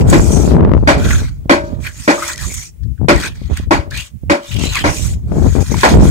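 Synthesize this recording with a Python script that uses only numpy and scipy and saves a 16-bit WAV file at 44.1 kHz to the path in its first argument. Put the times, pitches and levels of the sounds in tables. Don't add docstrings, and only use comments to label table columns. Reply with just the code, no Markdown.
import sys
import numpy as np
from scipy import signal
from scipy.fft import rfft, irfft
from scipy.io import wavfile
from scipy.ndimage import uniform_filter1d

SR = 44100
rng = np.random.default_rng(int(sys.argv[2]) if len(sys.argv) > 2 else 0)


def rack_gain(trim_db):
    fader = np.asarray(trim_db, float)
    return 10 ** (fader / 20)


def waveform_to_disk(signal):
    frames = np.transpose(np.atleast_2d(signal))
    scaled = np.clip(frames, -1, 1) * 32767
    samples = np.round(scaled).astype(np.int16)
    wavfile.write(sys.argv[1], SR, samples)


N = 269010
CLOCK = np.arange(N) / SR
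COARSE = np.arange(0, N / SR + .01, .002)


def evened(x):
    return x / np.sqrt(np.mean(x ** 2) + 1e-20)


def colour(x, spectrum, lo_hz=0, hi_hz=SR):
    size = x.shape[-1]
    hz = np.fft.rfftfreq(size, 1 / SR)
    f, db = np.transpose(spectrum)
    outside = (hz < f[0]) | (hz > f[-1])
    z = rfft(x) * rack_gain(np.interp(np.log(hz + 1), np.log(f + 1), db) - 80 * outside)
    band = irfft(z * ((hz >= lo_hz) & (hz <= hi_hz)), size)
    return irfft(z, size) / np.sqrt(np.mean(band ** 2))


def curves(rows):
    s, *columns = np.transpose(rows)
    return [np.interp(CLOCK, s, c) for c in columns]


def drift(top_hz, channels=1, size=N):
    return evened(signal.lfilter(*signal.butter(2, top_hz, fs=SR), rng.standard_normal((channels, size))))


def grains(per_s, spread_db, channels=1):
    size = rack_gain(spread_db * np.minimum(rng.exponential(1, (channels, N)), 5))
    return size * rng.standard_normal((channels, N)) * (rng.random((channels, N)) < per_s / SR)


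def resonate(x, hz, width):
    r = np.exp(-np.pi * width / SR)
    if np.isscalar(hz):
        return 2 * signal.lfilter([1 - r], [1, -r * np.exp(2j * np.pi * hz / SR)], x).real
    turn = np.exp(2j * np.pi * np.cumsum(hz) / SR)
    return 2 * (turn * signal.lfilter([1 - r], [1, -r], x * turn.conj())).real


def add(mix, s, sound):
    part = mix[round(s * SR):][:len(sound)]
    part += sound[:len(part)]


def ports(level_db, pan_db):
    return 2 * rack_gain(level_db) / np.sqrt(1 + rack_gain(2 * np.array([-pan_db, pan_db])))


def swells(rows, ends_db, flat):
    middle, length, db = np.transpose(rows)[:3, :, None]
    from_middle = abs(2 * (COARSE - middle) / np.maximum(length, .02))
    return rack_gain(2 * (db + ends_db * from_middle ** flat)) + 1e-30


def fine(v):
    return np.interp(CLOCK, COARSE, v)


def buffets(rows, ends_db, flat, calm):
    share = ports(0, np.transpose(rows)[3]) ** 2
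    return np.sqrt(calm ** 2 + [fine(p) for p in share @ swells(rows, ends_db, flat)])


def patchy(x, patch_db):
    z = signal.stft(x, nperseg=512, noverlap=384)[2]
    field = uniform_filter1d(rng.standard_normal(z.shape), size=12, axis=0)
    field = uniform_filter1d(field, size=22, axis=1)
    return evened(signal.istft(z * rack_gain(patch_db * evened(field)), nperseg=512, noverlap=384)[1][:N])


# pitch_hz, level_db (per Hz)
AIR_TONE = [(180, -41), (300, -1), (985, -18), (2130, -11.5), (4300, -18.5), (7000, -14), (10400, -14.5),
            (14800, -17), (15720, -4), (15950, -68)]
# pitch_hz, level_db
WHINES = [(11000, -82), (13000, -83), (14000, -82), (15000, -74)]


def air():
    hiss = rack_gain(-60) * colour(rng.standard_normal((2, N)), AIR_TONE, lo_hz=1000, hi_hz=16000)
    return hiss + sum(rack_gain(db) * np.sin(2 * np.pi * hz * CLOCK) for hz, db in WHINES)


# start_s, peak_db, left_minus_right_db
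POPS = [(0.536, -5, 5), (0.566, 6, 30), (0.597, 0, -25), (0.649, 6.5, -24), (0.671, -6, 22),
        (0.693, 3.5, 32), (0.717, 4, 14), (0.736, 9, 35), (0.776, 3, 35), (0.827, -3.5, 30),
        (0.835, -2.5, 32), (1.457, -11, -13), (1.733, -10.5, -18), (3.014, -5, 48), (3.031, -7.5, 44),
        (3.044, -6.5, 39), (3.416, -12, 23), (3.497, -29, -26), (3.528, -10.5, -31), (3.598, -9.5, -31),
        (4.234, -12.5, -27.5), (4.599, -7, 26), (4.615, -11.5, 25), (4.638, -3.5, 30), (4.843, -4, 8),
        (2.824, -24, 24), (2.858, -17.5, 29), (2.919, -21, 26), (2.997, -17, 32), (3.672, -15, 20),
        (5.444, -4.5, 16), (5.552, -0.5, 33), (6.006, 5, 16), (6.031, -1, -35)]
# start_s, peak_db (played 9.5 dB higher), left_minus_right_db (played doubled)
CRACKLE = [(0.024, -13, 8), (0.049, -13, -22), (0.086, -15, 0), (0.129, -11, -12), (0.196, -1, -20),
           (0.279, -25, 13), (0.306, -12, -4), (0.344, -25, 20.0), (0.368, -14, 22.0), (0.462, -20, 8),
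           (0.477, -8.5, -20), (0.507, -20, 11.0), (0.548, -9, 1), (0.574, -16, 4), (0.608, -6, 21),
           (0.618, -14.5, 3), (0.629, -9.5, -6), (0.749, -7, 5), (0.767, -10, 16), (0.805, -36, 12.5),
           (1.638, -23.5, 0.0), (1.812, -34.5, -8), (4.587, -17.5, 14), (4.656, -16, 15),
           (5.289, -27.5, 14), (5.316, -29, 10), (5.368, -15, 15.5), (5.384, -14, 16), (5.406, -21, -9),
           (5.421, -14, 5), (5.455, -17.5, -3), (5.463, -11.5, -4), (5.491, -34, -1.5), (5.525, -21, 18.5),
           (5.576, -15, 17.0), (5.614, -12.5, 16), (5.717, -26, -2.5), (5.73, -22, 9), (5.939, -0.5, -25),
           (5.971, -21, -9), (6.054, -7, 5), (5.753, -17, 8), (6.066, -13, 5), (5.916, -14, 14),
           (1.729, -19.5, -5)]


def port_pops():
    out, t = np.zeros((2, N)), np.arange(1500) / SR
    more_pops = [(s, db + 9.5, 2 * pan) for s, db, pan in CRACKLE]
    for s, peak_db, pan_db in POPS + more_pops:
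        pop_ms = 0.605 * rack_gain(-.5 * np.minimum(peak_db, 0))
        u = t * 1000 / pop_ms
        jump = 9 * u ** 3.63 * (1 - u / 8.2) * np.exp(-2.4 * u)
        flutter = 0.14 * np.sin(3.57 * u) * u * np.exp(-.55 * u)
        sign = rng.choice([-1., 1.])
        for port, gain in zip(out, ports(peak_db, pan_db)):
            add(port, s, sign * gain * (jump + flutter))
    return out


# time_s, rumble_db, left_minus_right_db
BREEZE = [(0, -10, 14), (.25, -12, 7), (1.17, -15.5, -2), (1.28, -33, -8.5), (1.54, -27, 10),
          (1.92, -37.5, -4), (2.24, -38, -5), (2.7, -39.5, 1.5), (2.97, -47, 5), (3.25, -28.5, -2),
          (3.84, -32, 8), (4.08, -47.5, 3), (4.46, -52, 10), (4.51, -27, 21), (4.54, -17.5, 24),
          (4.98, -32.5, -20), (5.66, -28.5, 5), (6.1, -5.5, 7)]
# middle_s, length_s, rumble_db, left_minus_right_db
GUSTS = [(.1, 0.34, -11, -15), (.78, 0.17, -9.5, 15), (.86, 0.09, -42, -22), (1.19, 0.44, -16.5, 0),
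         (1.79, 0.28, -20.5, -23.5), (2.0, 0.07, -20.5, -31), (2.46, 0.25, -23, -34),
         (2.58, 0.094, -23, -24), (2.88, 0.21, -17.5, 27.5), (3.04, 0.11, -7.5, 57), (3.15, 0.14, -11, 12),
         (3.31, 0.13, -27, 20), (3.45, 0.12, -20.5, 27), (3.52, 0.095, -16, -25), (3.61, 0.25, -23.5, -1),
         (3.68, 0.058, -17.5, 24), (3.74, 0.099, -19.5, -19), (3.79, 0.03, -12, 14),
         (3.94, 0.24, -23.5, 10), (4.15, 0.078, -22.5, -41), (4.28, 0.14, -18.5, -10),
         (4.575, 0.18, -15.5, 32), (4.7, 0.18, -24, 3), (4.89, 0.14, -14, -14), (5.05, 0.23, -17, -24),
         (5.13, 0.16, -17.5, 4.5), (5.35, 0.92, -19.5, 0), (5.45, 0.29, -9, 16), (5.59, 0.094, -4.5, 34),
         (5.74, 0.2, -10.5, 26), (5.98, 0.14, -4, -4)]
# middle_s, length_s, level_db, left_minus_right_db
EDDIES = [(0, 0.12, -20.5, -0.5), (.13, 0.39, -22, 3), (.35, 0.29, -21, 20), (.6, 0.45, -19.5, 5.5),
          (1.0, 0.37, -26.5, -3), (1.2, 0.11, -32.5, 24), (1.48, 0.099, -54, -8), (1.7, 0.42, -41.5, -7.5),
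          (2.28, 0.61, -51.5, -1.5), (2.49, 0.098, -42, -2.5), (3.035, 0.081, -34.5, 39.5),
          (3.2, 0.25, -37.5, -1), (3.51, 0.039, -31, -8.5), (3.7, 0.09, -62, 18), (3.88, 0.36, -48.5, -5),
          (4.28, 0.083, -57, -25.5), (4.635, 0.19, -31, 34), (4.74, 0.18, -49.5, -7), (4.86, 0.2, -41, -11),
          (5.0, 0.53, -42, -3), (5.38, 0.22, -27, 7), (5.46, 0.087, -20, 10), (5.59, 0.088, -21, 27),
          (5.742, 0.098, -25, 22), (5.98, 0.2, -16.5, -5), (6.1, 0.49, -23.5, 3)]
# pitch_hz, level_db (per Hz)
RUMBLE_TONE = [(12, -53), (20, -23.5), (48, 3.5), (81, 0), (147, -9), (215, -19.5), (259, -23),
               (409, -42.5), (600, -65.5), (780, -99.5)]
# pitch_hz, level_db (per Hz)
EDDY_TONE = [(88, -70.5), (150, 5.5), (470, -5), (516, -14.5), (548, -8), (1340, -27), (3780, -52),
             (6000, -67.5), (7800, -91.5)]


def wind():
    lumps = rack_gain(1.0 * drift(34, channels=2))
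    rumble = colour(rng.standard_normal((2, N)) * lumps, RUMBLE_TONE, lo_hz=30, hi_hz=163.0)
    clusters = rack_gain(2.2 * np.clip(drift(30, channels=2), -4, 1.3))
    churn = colour(grains(1300, 3.04, channels=2) * clusters, EDDY_TONE, lo_hz=307, hi_hz=530)
    breeze_db, breeze_pan_db = curves(BREEZE)
    gust_gains = buffets(GUSTS, -26, 2.05, ports(breeze_db, breeze_pan_db))
    calm_eddies = ports(-35 + 0.75 * breeze_db, breeze_pan_db)
    eddy_gains = buffets(EDDIES, -20, 2.56, calm_eddies)
    return gust_gains * rumble + eddy_gains * churn + port_pops()


# start_s, peak_db
TICKS = [(1.8372, -27), (1.92, -34), (1.979, -27), (3.1617, -12), (3.2011, -9), (3.213, -13), (3.2264, -34),
         (3.459, -32), (3.5732, -11), (3.91, -17), (3.9554, -31), (3.9749, -9), (4.0094, -14),
         (4.4822, -30), (4.5156, -33), (4.543, -11), (4.5635, -36), (4.595, -11), (4.624, -13),
         (4.6474, -17), (4.6548, -8), (4.6794, -20), (4.7212, -22), (4.7351, -9), (4.7551, -2.5),
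         (4.7944, -11), (5.8105, -6), (5.8511, -2), (2.185, -24), (2.333, -10), (2.379, -11),
         (2.359, -13.5), (4.536, -23)]
# pitch_hz, level_db (per Hz)
TICK_TONE = [(1500, -33), (3000, 1), (8000, 0.5), (15000, -20.5), (16300, -17.5)]


def ticks():
    out, t = np.zeros((2, N)), np.arange(1000) / SR
    decay_s = 0.0017
    for s, peak_db in TICKS:
        a, b = rng.standard_normal((2, len(t)))
        cracks = colour(np.array([a, 0.27 * a + 0.7 * b]), TICK_TONE, lo_hz=5000, hi_hz=15000)
        for port, crack in zip(out, cracks):
            add(port, s, rack_gain(peak_db - 11) * crack * np.exp(-t / decay_s))
    return out


# start_s, end_s, first_pitch_hz, last_pitch_hz, level_db
SQUEALS = [(1.0, 1.105, 1430, 1550, -26), (1.08, 1.177, 1393, 1560, -22.5), (1.147, 1.214, 1470, 1710, -33),
           (1.211, 1.3, 1970, 2280, -39), (2.171, 2.263, 1160, 1300, -20.5),
           (2.194, 2.277, 1900, 2150, -28.5), (2.271, 2.372, 1540, 2060, -28.5),
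           (2.26, 2.32, 3300, 3580, -33), (2.378, 2.443, 1800, 1780, -32), (2.42, 2.468, 1155, 1200, -33),
           (2.489, 2.54, 2240, 2420, -34), (3.147, 3.25, 1900, 1900, -26.5),
           (3.216, 3.289, 1500, 1550, -22), (3.226, 3.294, 2380, 2570, -23),
           (3.908, 3.974, 1620, 1740, -28), (3.974, 4.025, 2700, 2820, -25), (4.459, 4.54, 3500, 3800, -36),
           (4.575, 4.67, 2770, 2700, -29), (4.593, 4.7, 2250, 2100, -35), (4.628, 4.734, 3840, 4170, -27),
           (4.746, 4.79, 2440, 1970, -22), (4.746, 4.795, 1090, 1000, -24), (4.763, 4.833, 1610, 1740, -28),
           (4.75, 4.803, 4240, 4000, -29), (4.789, 4.866, 3220, 3100, -27), (5.268, 5.325, 1230, 1330, -50),
           (5.626, 5.66, 1370, 1410, -47), (5.713, 5.733, 2240, 2110, -28), (5.74, 5.749, 1000, 960, -16),
           (5.788, 5.803, 2180, 2100, -26), (2.828, 2.847, 1800, 1750, -53.5),
           (1.833, 1.908, 4250, 4340, -40.5), (1.838, 1.887, 2260, 2570, -29.5),
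           (1.865, 1.885, 1700, 1620, -24), (1.888, 1.938, 1650, 1620, -45), (2.277, 2.322, 980, 1060, -29),
           (1.279, 1.288, 1450, 1450, -37)]


def squeals():
    out, width_hz, lag_samples = np.zeros(N), 140, 1
    for start, end, first_hz, last_hz, db in SQUEALS:
        u = np.linspace(0, 1, round((end - start) * SR))
        a, b, c = rng.standard_normal((3, 6000))[:, :len(u)]
        slips = a * rack_gain(4.6 * evened(uniform_filter1d(b, size=300))) * (c > .5)
        hz = first_hz + (last_hz - first_hz) * u
        song = resonate(resonate(slips, hz, width_hz * 1.54), hz, width_hz * 2.5)
        add(out, start, rack_gain(db) * evened(song) * np.sin(np.pi * u ** 0.85))
    return np.array([np.roll(out, lag_samples) * rack_gain(-1.5), out * rack_gain(-5.5)])


# start_s, peak_db, pitch_hz, length_s
CATCHES = [(0.009, 2.5, 2530, 0.003), (0.078, -6, 6900, 0.02), (0.099, 14.5, 7540, 0.0016),
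           (1.047, 2, 1670, 0.014), (1.105, 10.5, 1750, 0.0056), (1.144, 2, 1500, 0.0074),
           (1.846, -1.5, 1720, 0.031), (1.8657, 10, 2360, 0.0032), (2.226, 7, 1320, 0.0061),
           (2.278, 7, 7000, 0.0052), (2.293, 13, 1610, 0.0034), (2.436, -8, 7300, 0.011),
           (2.54, 12.5, 7740, 0.0016), (3.158, -4, 1960, 0.0092), (3.251, 0, 2400, 0.0063),
           (3.569, 9, 1740, 0.0028), (3.911, -5.5, 1660, 0.011), (4, 6.5, 2780, 0.0029),
           (4.511, 0.5, 2890, 0.021), (4.547, 0, 2850, 0.0035), (4.562, 6, 2990, 0.0044),
           (4.766, 8.5, 1900, 0.0074), (5.604, -5, 5860, 0.019), (5.711, -3.5, 6000, 0.021),
           (5.742, 3, 2120, 0.0026), (5.797, -21, 2130, 0.0048),
           (1.847, -36, 4370, 0.014),
    (2.831, -24, 4460, 0.0085),
    (2.977, -27, 1600, 0.006),
    (3.903, -11, 4030, 0.015),
]


def catches():
    out, t = np.zeros(N), np.arange(3000) / SR
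    for s, peak_db, hz, length in CATCHES:
        noise = rng.standard_normal(len(t))
        main = evened(resonate(noise, hz, 0.16 * hz))
        low = evened(resonate(noise, 0.18 * hz, 0.13 * hz))
        bright = evened(np.diff(noise, prepend=0))
        crunch = main + 0.047 * low + 0.039 * bright
        fade = np.exp(-t / np.maximum(length, .001)) * np.minimum(t / 0.00022, 1)
        add(out, s, rack_gain(peak_db - 24.5) * crunch * fade)
    return out


# middle_s, length_s, fine_sand_db, coarse_grit_over_sand_db, loudest_blade_pitch_hz
STROKES = [(0, 0.059, -34.5, -13, 2270), (0.132, 0.13, -30, 1.5, 1540), (0.294, 0.43, -29.5, -11, 1290),
           (0.473, 0.16, -38.5, 4.5, 1365), (0.992, 0.68, -38.5, 7.5, 1480),
           (1.118, 0.25, -32.5, 0.5, 1634), (1.654, 0.27, -56, 7.5, 1640), (1.854, 0.1, -38, -1, 2114),
           (2.077, 0.34, -35, -6.5, 1950), (2.261, 0.26, -29, -2.5, 1400), (2.431, 0.13, -30, -2, 1740),
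           (2.548, 0.28, -31, -9.5, 2206), (3.243, 0.19, -33.5, 7, 1770), (3.39, 0.47, -59, 10, 2200),
           (3.572, 0.15, -46.5, 7, 1880), (3.977, 0.11, -34.5, 6, 2350), (4.043, 0.11, -42, -2.5, 2860),
           (4.492, 0.17, -41, 3, 2940), (4.661, 0.22, -34.5, 5, 2900), (4.771, 0.13, -30.5, 8.5, 2290),
           (4.98, 0.33, -28.5, -6.5, 2740), (5.638, 0.66, -36.5, -2, 1610), (5.851, 0.26, -29, 3.5, 1790),
           (6.061, 0.14, -30, -3, 1500)]
# start_s, length_s, depth_db
LIFTS = [
    (0.588, 0.39, -23.5),
    (1.295, 0.26, -10.5),
    (2.338, 0.034, -10),
    (2.694, 0.28, -10),
    (3.281, 0.064, -13),
    (3.79, 0.13, -29),
    (5.145, 0.13, -8),
    (4.084, 0.2, -2.5),
]
# pitch_hz, level_db (per Hz)
SAND_TONE = [(2060, -10), (3500, -11), (4670, -7.5), (5930, 3.5), (8500, -1), (11500, -19.5), (15500, -49)]
# pitch_hz, level_db (per Hz)
DUST_TONE = [(5880, -8), (10000, -5), (13000, -7), (15100, -11), (16300, -19)]
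# pitch_hz, level_db (per Hz)
GRIT_TONE = [(410, -40), (700, 1.5), (1270, 4), (1450, -1), (1890, -5), (2370, -8.5), (3120, 0), (5000, -8),
             (9000, -26.5), (12500, -51.5)]
# pitch_hz, width_hz, level_db
PRESSED_BLADE = [(1080, 54, -6.5), (1480, 38, -25), (1968, 34, 20.5), (2450, 61, 11), (2378, 80, 23.5),
                 (3800, 100, -10.5), (3970, 1500, 12)]


def strokes():
    power = swells(STROKES, -15, 2.47)
    total = power.sum(axis=0)
    lifted_db = sum(db * ((COARSE > s) & (COARSE < s + length)) for s, length, db in LIFTS)
    touch = fine(np.sqrt(total) * rack_gain(uniform_filter1d(lifted_db, size=3)))
    grit_db, peak_hz = [fine(c @ power / total) for c in np.transpose(STROKES)[3:]]
    judder_db = drift(130)[0]
    sand = colour(grains(9000, 0.46)[0] * rack_gain(2.0 * judder_db), SAND_TONE, lo_hz=4630, hi_hz=10200)
    dust = colour(grains(9000, 0.84)[0] * rack_gain(2.0 * judder_db), DUST_TONE, lo_hz=10870, hi_hz=14640)
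    clicks = grains(5000, 2.2)[0] * rack_gain(2.2 * np.minimum(judder_db, 1.8))
    blade = 0.045 * clicks + rack_gain(17) * resonate(clicks, peak_hz, 140)
    for hz, width, db in PRESSED_BLADE:
        bend = 1 + .05 * drift(4)[0]
        blade = blade + rack_gain(db + 0.5 * drift(0.51)[0]) * resonate(clicks, hz * bend, width)
    grit = colour(blade, GRIT_TONE, lo_hz=1190, hi_hz=3970)
    rubbing = patchy(sand, 2.9) + rack_gain(grit_db) * patchy(grit, 2.0) + rack_gain(-13.5 + 0.23 * grit_db) * dust
    return rack_gain(-1.0) * touch * rubbing


# start_s, peak_db, ring_db, splash_length_s, grip_damping (a factor)
SLAPS = [
    (0.1268, -11, -17, 0.0041, 0.53),
    (0.8731, -8.5, -4, 0.031, 1.17),
    (1.4951, -7, -8, 0.023, 0.92),
    (2.0771, -10, -6, 0.026, 0.93),
    (3.084, -5.5, -11.5, 0.016, 1.7),
    (3.7082, -11, -12.5, 0.022, 0.97),
    (4.2973, -11, -4.5, 0.02, 1.36),
    (4.84, -14.5, -7, 0.032, 1.4),
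    (5.8317, -8.5, -21, 0.019, 1.6),
]
BEND_DB = [7, -6, -1, 1, 0.5, 0, -2, -1, -2.5]
PLOP_DB = [6, -3, -6.5, 2.5, -14, 3, -4, 0, 10.5]
# pitch_hz, level_db (per Hz)
SPLASH_TONE = [(88, -49), (150, -7.5), (316, -2), (409, -5.5), (570, -1.5), (951, -4.5), (1200, -7),
               (2350, -13.5), (3090, -19.5), (7780, -29.5), (15200, -52), (16400, -57.5)]
# pitch_hz, width_hz, level_db
WET_BLADE = [(2230, 160, 0.5), (4350, 1000, -1.5)]
# pitch_hz, level_db, time_to_fall_60_db_s
FREE_BLADE = [(298.7, 5.5, 0.2), (572.4, 0.0, 0.45), (622, -5.5, 0.56), (937, -10, 0.5),
              (1233, -24.5, 0.95), (1540, 2.5, 0.26), (1900, -1.5, 0.14), (2150, -8.5, 0.068),
              (237.0, -13.5, 0.34), (338.4, -5, 0.46), (2400, -10.5, 0.21)]


def splashes():
    out, t = np.zeros(N), np.arange(24000) / SR
    for (s, peak_db, _, hold, _), bend_db, plop_db in zip(SLAPS, BEND_DB, PLOP_DB):
        spray_db = 2 - 0.24 * peak_db
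        thump_db = 5.5 + bend_db
        tilted = [(hz, db + spray_db * np.clip(np.log2(hz / 2500), 0, 1) + thump_db * (hz < 500))
                  for hz, db in SPLASH_TONE]
        wet = colour(rng.standard_normal(len(t)), tilted, lo_hz=715, hi_hz=2890)
        squirt = 1.05 * wet + rack_gain(plop_db) * resonate(wet, 806, 220)
        squirt = squirt + sum(rack_gain(db) * resonate(wet, hz, width) for hz, width, db in WET_BLADE)
        squirt = squirt + 1.41 * sum(resonate(wet, hz, 59) for hz, _, _ in FREE_BLADE)
        fall_60_db_s = 0.21
        squirt = squirt * rack_gain(-60 * np.maximum(t - hold, 0) / fall_60_db_s) * np.minimum(t / 0.0004, 1)
        contact = 4.0 * np.sin(2 * np.pi * 900 * t) * np.exp(-t / 0.0041)
        add(out, s, rack_gain(peak_db - 6.5) * (squirt - contact))
    return out


TWIST_DB = [-9, 4, 0.5, -3, -18, -3, -4.5, 1, 2]


def blade_rings():
    out, t = np.zeros(N), np.arange(24000) / SR
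    peel_hz, peel_s, twist_hz = 103, 0.08, 617
    peel_turns = peel_hz * (t - peel_s * (1 - np.exp(-t / peel_s)))
    for (s, peak_db, ring_db, _, grip), twist_db, bend_db in zip(SLAPS, TWIST_DB, BEND_DB):
        ring = np.zeros(len(t))
        for hz, db, t60 in FREE_BLADE:
            share_db = 1.5 * rng.standard_normal()
            share_db += twist_db * (abs(hz - twist_hz) < 25) + bend_db * (hz < 400)
            turns = hz * t + rng.random() + peel_turns * (hz < 260)
            ring += rack_gain(db + share_db - 60 * t * grip / t60) * np.sin(2 * np.pi * turns)
        wobble = 1 + 0.1 * drift(25, size=len(t))[0]
        add(out, s, rack_gain(peak_db + ring_db + 8.5) * wobble * ring * np.minimum(t / 0.0009, 1))
    return out


def slab(edge, face, rings):
    left_lag, edge_lag = 15, 6
    low = signal.filtfilt(*signal.butter(2, 3000, fs=SR), edge)
    right = edge + face + rings
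    left = np.roll(face + rings, left_lag) + low + np.roll(edge - low, edge_lag)
    scattered = signal.lfilter(*signal.butter(2, 1000, "high", fs=SR), edge + 0.73 * face)
    t, wet = np.arange(4000) / SR, 0
    for k in range(4):
        echoes = rng.standard_normal((2, len(t))) * rack_gain(-60 * t / .05) * (t > .0005)
        echoes = echoes / np.linalg.norm(echoes[0])
        sway = np.cos(2 * np.pi * (45 + 37 * k) * CLOCK + k) / np.sqrt(2)
        wet = wet + signal.oaconvolve(sway * scattered[None], echoes, axes=1)[:, :N]
    return np.array([left * rack_gain(-3.0), right * rack_gain(-4.5)]) + rack_gain(3.0) * wet


def scene():
    edge = strokes() + rack_gain(-1.5) * catches()
    trowel = slab(edge, splashes(), blade_rings())
    return air() + wind() + ticks() + squeals() + trowel


def low_pass(x):
    return signal.sosfilt(signal.butter(12, 16560, fs=SR, output="sos"), x)


def record(dry):
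    cut = signal.sosfilt(signal.butter(3, 52, "high", fs=SR, output="sos"), dry)
    clipped = cut / (1 + abs(cut) ** 14) ** (1 / 14)
    treble_limit = signal.firwin(127, 15900, window=("kaiser", 5), fs=SR)
    band = signal.oaconvolve(clipped, treble_limit[None], "same")
    return low_pass(band)


dry = scene()
out = record(dry)
waveform_to_disk(out)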